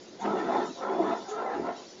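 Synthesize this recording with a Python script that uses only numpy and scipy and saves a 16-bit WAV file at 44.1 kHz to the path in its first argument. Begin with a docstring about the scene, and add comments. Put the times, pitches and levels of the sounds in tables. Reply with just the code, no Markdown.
"""A vacuum cleaner drones and its open nozzle hisses, then strokes a dog's coat three times.
On the fur the choked air roars through the wand (the stiff tube), and flapping hairs rasp.
The gap between nozzle and coat rumbles as it seals, and hoots briefly where it catches a note.
The rim spits and whistles thinly, the hose throbs, and the living room adds a short tail."""
import sys
import numpy as np
from scipy import signal
from scipy.fft import rfft, irfft
from scipy.io import wavfile
from scipy.ndimage import uniform_filter1d

SR = 44100
rng = np.random.default_rng(int(sys.argv[2]) if len(sys.argv) > 2 else 0)


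def generate_wav(sig):
    """Save sig (samples, or channels by samples) to the path in sys.argv[1] as 16-bit PCM at SR."""
    pcm = np.round(np.clip(np.atleast_2d(sig).T, -1, 1) * 32767).astype(np.int16)
    wavfile.write(sys.argv[1], SR, pcm)


N = 88200

# The tone colour of each noise: which pitches are strong (frequency [Hz], relative level [dB])
MOTOR_COLOUR = [(38, -21.5), (58, -38.5), (95, -19.5), (125, -9.5), (150, -13.5), (190, -5.5), (330, -0.5),
                (540, -4.5), (680, -9.5), (1100, -18), (2000, -19), (5000, -39.5)]
HISS_COLOUR = [(900, -18.5), (2000, -14), (2800, -2), (3900, 2.5), (4500, 1.5), (5700, 3), (6200, -0.5),
               (7200, -2)]
SPIT_COLOUR = [(2000, -12.5), (3500, -5.5), (5000, -13.5), (6600, 6), (7300, -3)]
ROAR_COLOUR = [(150, -42.5), (330, -0.5), (530, 0), (750, 4), (1000, -3), (1150, -9.5), (1500, -34),
               (3000, -61.5)]
RASP_COLOUR = [(600, -13.5), (1150, -9.5), (1450, 1), (1900, -7), (2500, -11), (4300, -15.5), (7000, -49)]
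RUMBLE_COLOUR = [(30, -47), (58, -61), (78, -37.5), (98, -41), (120, -20), (155, -15.5), (185, -2.5),
                 (300, 6.5), (410, 7.5), (520, -5), (900, -35)]
# Tones of the motor (pitch [Hz], level [dB])
MOTOR_TONES = [(358, -57), (592, -73.5)]
# Air rushing into the nozzle (time [s], level before HISS_DB is added [dB])
HISS_LEVELS = [(0, -57), (.18, -57.5), (.3, -59.5), (.52, -59.5), (.66, -54), (.79, -54), (.87, -63),
               (1.06, -61.5), (1.19, -53.5), (1.3, -56), (1.42, -61.5), (1.68, -64), (1.75, -53.5),
               (2, -56)]
# Air squeezed past the rim as it lands (middle time [s], length [s], level [dB])
SPITS = [(0.221, 0.038, -47.5), (1.305, 0.036, -42.5), (1.345, 0.039, -54)]
# Whistle of the rim (time [s], pitch [Hz], level [dB])
WHISTLE_PATH = [(.17, 3530, -80), (.3, 3547, -60), (.62, 3546, -54.5), (.74, 3950, -56.5), (.88, 3358, -61),
                (1.1, 3560, -56.5), (1.65, 3660, -73.5)]
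# Throbs of the sealed hose (middle time [s], length [s], level [dB])
THROBS = [(1.062, 0.22, -69), (1.605, 0.12, -59.5)]
# Notes caught by the gap (middle time [s], length [s], pitch [Hz], glide [octaves/s], level [dB])
HOOTS = [(.215, .02, 3550, -1, -52), (0.224, 0.052, 748, -0.3, -40.5), (0.247, 0.062, 892, 0, -33),
         (0.268, 0.029, 378, 1, -36.5), (.28, 0.1, 203, 0.5, -38.5), (0.342, .04, 382, 1, -34),
         (.385, .06, 890, -1, -40.5), (.41, 0.028, 1810, .5, -41.5), (0.44, 0.055, 350, -5, -37),
         (0.499, 0.028, 690, -2.5, -32), (.553, 0.054, 838, 0, -32), (0.591, 0.017, 340, 0.5, -26.5),
         (0.625, .04, 355, 0, -34), (0.703, 0.024, 252.2, 15, -35.5), (.845, .1, 520, 0, -38),
         (0.854, .07, 1325, 1.5, -39), (.905, .045, 885, -1, -38.5), (0.911, 0.036, 395, -1, -32.5),
         (1.005, .036, 678, -.5, -29.5), (1.01, .022, 345, -1.5, -26), (1.054, .023, 330, -2.5, -30),
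         (1.068, 0.031, 685, 2.5, -35), (1.101, 0.021, 290, -8, -31.5), (1.125, .024, 683, -1.5, -25),
         (1.289, 0.057, 766, -.5, -41), (1.344, 0.12, 430, 1.4, -40), (1.373, .09, 1340, 1.5, -41.5),
         (1.478, 0.042, 1990, 0.5, -47), (1.489, 0.14, 480, 0, -37), (1.5, .12, 765, .5, -38.5),
         (1.611, 0.064, 350, 1, -37), (1.703, .09, 690, 0.5, -39)]
# Pitches at which wand and nozzle ring (frequency [Hz], width [Hz], boost [dB])
WAND_RESONANCES = [(206, 19, 6), (375, 67, -1.5), (704, 62, 8), (872, 57, 4.5), (1009, 122, 10.5),
                   (1305, 149, 15), (1772, 220, 6), (2026, 230, 7)]
# Choked air, one list a stroke, before ROAR_DB and RASP_DB are added
# (time [s], roar level [dB], rasp level relative to the roar [dB])
ROAR_STROKES = [
    [(.2, -53.5, -3), (.25, -30, -5.5), (.33, -31, -9), (.39, -31.5, -8), (.465, -36.5, -7),
     (.52, -29, -10.5), (.575, -26.5, -13), (.63, -32.5, -7.5), (.68, -41, -9.5), (.745, -56.5, -6)],
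    [(.765, -45.5, -17), (.83, -34.5, -9), (.92, -31, -14.5), (.99, -32.5, -17), (1.05, -31, -10),
     (1.115, -30.5, -7), (1.15, -33, -10.5), (1.24, -46, -13)],
    [(1.31, -46.5, -4.5), (1.39, -33, -11), (1.47, -32, -13.5), (1.55, -35, -4.5), (1.62, -38.5, -14),
     (1.69, -30.5, -8.5), (1.735, -44.5, -6), (1.83, -49, -13)],
]
# The nearly sealed gap, one list a stroke (time [s], level before RUMBLE_DB is added [dB])
RUMBLE_STROKES = [
    [(.2, -60), (.245, -31), (.33, -31), (.44, -30.5), (.55, -31), (.625, -32), (.67, -39), (.75, -52)],
    [(.78, -47), (.86, -39), (.92, -34), (.97, -31.5), (1.02, -32.5), (1.11, -31), (1.16, -37),
     (1.24, -44.5)],
    [(1.27, -54), (1.42, -41.5), (1.52, -41), (1.57, -31.5), (1.69, -34), (1.75, -46), (1.84, -60.5)],
]

ROAR_DB, RASP_DB, RUMBLE_DB, HISS_DB, MOTOR_DB = -2, -0.5, -2.5, 1.5, -50.5
HOSE_ROUND_TRIP_S, HOSE_ECHO_GAIN = .016, 0.35
TOP_HZ = 7220


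def undb(db):
    """Turn decibels into a gain to multiply by."""
    return 10 ** (np.asarray(db) / 20)


def unit(x):
    """Scale a signal to an average strength (rms) of 1."""
    return x / np.sqrt(np.mean(np.abs(x) ** 2))


def curve(rows, column=1):
    """Join one column of a table with straight lines over time."""
    rows = np.array(rows)
    return np.interp(np.arange(N) / SR, rows[:, 0], rows[:, column])


def swell(since, length):
    """A quick rise, a hold and a quick fall around time zero."""
    return 1 / (1 + np.abs(2 * since / length) ** 6)


def swells(rows):
    """Add a table of swells into one gain curve."""
    return sum(undb(db) * swell(np.arange(N) / SR - middle, length) for middle, length, db in rows)


def wander(hz):
    """A smooth random wobble of strength 1; more hz makes it faster."""
    f = np.fft.rfftfreq(N, 1 / SR)
    return unit(irfft(rfft(rng.standard_normal(N)) * np.exp(-.5 * (f / hz) ** 2), N))


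def sine(hz):
    """A pure tone that follows a changing pitch."""
    return np.sin(2 * np.pi * np.cumsum(hz) / SR)


def colour(x, points, resonances=()):
    """Give a sound a tone colour with ringing peaks on top, at strength 1."""
    f, points = np.fft.rfftfreq(N, 1 / SR) + 1e-3, np.array(points)
    db = np.interp(np.log(f), np.log(points[:, 0]), points[:, 1])
    for hz, width, boost_db in resonances:
        db = db + boost_db / (1 + (2 * (f - hz) / width) ** 2)
    return unit(irfft(rfft(x) * undb(db), N))


def room(x, fade_60_db_s=0.092, tail_db=-11.5):
    """Echoes from walls and wooden floor blur into a short tail."""
    t = np.arange(N // 4) / SR
    tail = rng.standard_normal(len(t)) * undb(-60 * t / fade_60_db_s) * (t > .004)
    return x + undb(tail_db) * signal.fftconvolve(x, tail / np.linalg.norm(tail))[:N]


def motor():
    """The motor makes a steady, noisy drone with two wavering tones."""
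    drone = undb(MOTOR_DB) * colour(rng.standard_normal(N), MOTOR_COLOUR)
    for hz, db in MOTOR_TONES:
        tone = sine(hz * (1 + .012 * wander(15)))
        drone += undb(db) * unit(tone * (1 + 0.18 * wander(7.2)))
    return drone


def shimmer(x, depth_db, spacing_hz=140, rate_hz=13):
    """Narrow resonances of the hose come and go, each on its own; the result has strength 1."""
    position = np.fft.rfftfreq(N, 1 / SR) / spacing_hz
    spectrum, out = rfft(x), 0
    for k in range(int(TOP_HZ / spacing_hz) + 2):
        band = irfft(spectrum * np.maximum(1 - np.abs(position - k), 0), N)
        out = out + band * undb(depth_db * wander(rate_hz))
    return unit(out)


def intake():
    """Air hisses into the open nozzle and spits sharply as the rim lands."""
    hiss = shimmer(colour(rng.standard_normal(N), HISS_COLOUR), depth_db=4.2)
    spit = colour(rng.standard_normal(N), SPIT_COLOUR)
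    return hiss * undb(HISS_DB + curve(HISS_LEVELS)) + spit * swells(SPITS)


def rim_whistle(width_hz=90):
    """Air whistles thinly at the rim: a narrow band of noise around a sliding pitch."""
    air = wander(width_hz) + 1j * wander(width_hz)
    phase = 2 * np.pi * np.cumsum(curve(WHISTLE_PATH)) / SR
    tone = unit(np.real(air * np.exp(1j * phase)))
    return tone * undb(curve(WHISTLE_PATH, column=2))


def hose_throbs(pitch_hz=78.7):
    """The sealed hose shudders with a deep, unsteady tone."""
    return unit(sine(pitch_hz * (1 + 0.052 * wander(30)))) * swells(THROBS)


def gap_hoots(wobble_hz=50):
    """Short, shaky notes sound where the gap locks on to a resonance."""
    t, out = np.arange(N) / SR, np.zeros(N)
    pitch_sway = 1 + 0.02794 * wander(wobble_hz)
    flutter = unit(1 + 0.41 * wander(wobble_hz))
    for middle, length, hz, glide, db in HOOTS:
        near = np.abs(t - middle) < 2 * length
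        since = t[near] - middle
        tone = np.sqrt(2) * sine(hz * 2 ** (glide * since) * pitch_sway[near])
        out[near] += undb(db) * swell(since, length) * flutter[near] * tone
    return out


def turbulence(points, flutter_hz=100, flutter_db=1.8):
    """Fluttering air echoes along the hose and makes the wand ring."""
    air = rng.standard_normal(N) * undb(flutter_db * wander(flutter_hz))
    delay = np.exp(-2j * np.pi * np.fft.rfftfreq(N, 1 / SR) * HOSE_ROUND_TRIP_S)
    echoing = irfft(rfft(air) / (1 - HOSE_ECHO_GAIN * delay), N)
    ringing = colour(echoing, points, WAND_RESONANCES)
    # Even out slow changes in level, so only the fast flutter stays.
    return ringing / np.sqrt(uniform_filter1d(ringing ** 2, size=1100, mode="wrap"))


def drift(x, octaves_per_db=.004):
    """Resonances waver, and sink as the gap seals and the rumble outgrows the roar."""
    opening_db = curve(np.vstack(ROAR_STROKES)) - curve(np.vstack(RUMBLE_STROKES))
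    speed = 2 ** (octaves_per_db * opening_db) * (1 + .018 * wander(7))
    return np.interp(np.cumsum(speed), np.arange(N), x, period=N)


def contact(strokes, fade_s=0.022):
    """The gain over all strokes, fading in before the first and out after the last."""
    rows, t = np.vstack(strokes), np.arange(N) / SR
    outside_s = np.maximum(rows[0, 0] - t, 0) + np.maximum(t - rows[-1, 0], 0)
    return undb(curve(rows)) * np.exp(-outside_s / fade_s)


def nozzle_on_fur():
    """Choked air roars, flapping hairs rasp and the nearly sealed gap rumbles."""
    roar = undb(ROAR_DB) * drift(turbulence(ROAR_COLOUR))
    rasp = drift(turbulence(RASP_COLOUR, flutter_hz=300, flutter_db=2))
    rasp_gain = undb(RASP_DB + curve(np.vstack(ROAR_STROKES), column=2))
    rasp = shimmer(rasp, depth_db=4) * rasp_gain
    rumble = undb(RUMBLE_DB) * drift(turbulence(RUMBLE_COLOUR), octaves_per_db=.02)
    return contact(ROAR_STROKES) * (roar + rasp) + contact(RUMBLE_STROKES) * rumble


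def scene():
    """Mix one channel: the motor behind, and the nozzle's sounds with their room tail."""
    drone = motor()
    nozzle = nozzle_on_fur() + gap_hoots() + hose_throbs() + intake() + rim_whistle()
    return (drone + room(nozzle))[None]


def record(dry):
    """Cut the treble steeply above TOP_HZ."""
    return signal.sosfilt(signal.ellip(12, .2, 70, TOP_HZ, fs=SR, output="sos"), dry)


dry = scene()
out = record(dry)
generate_wav(out)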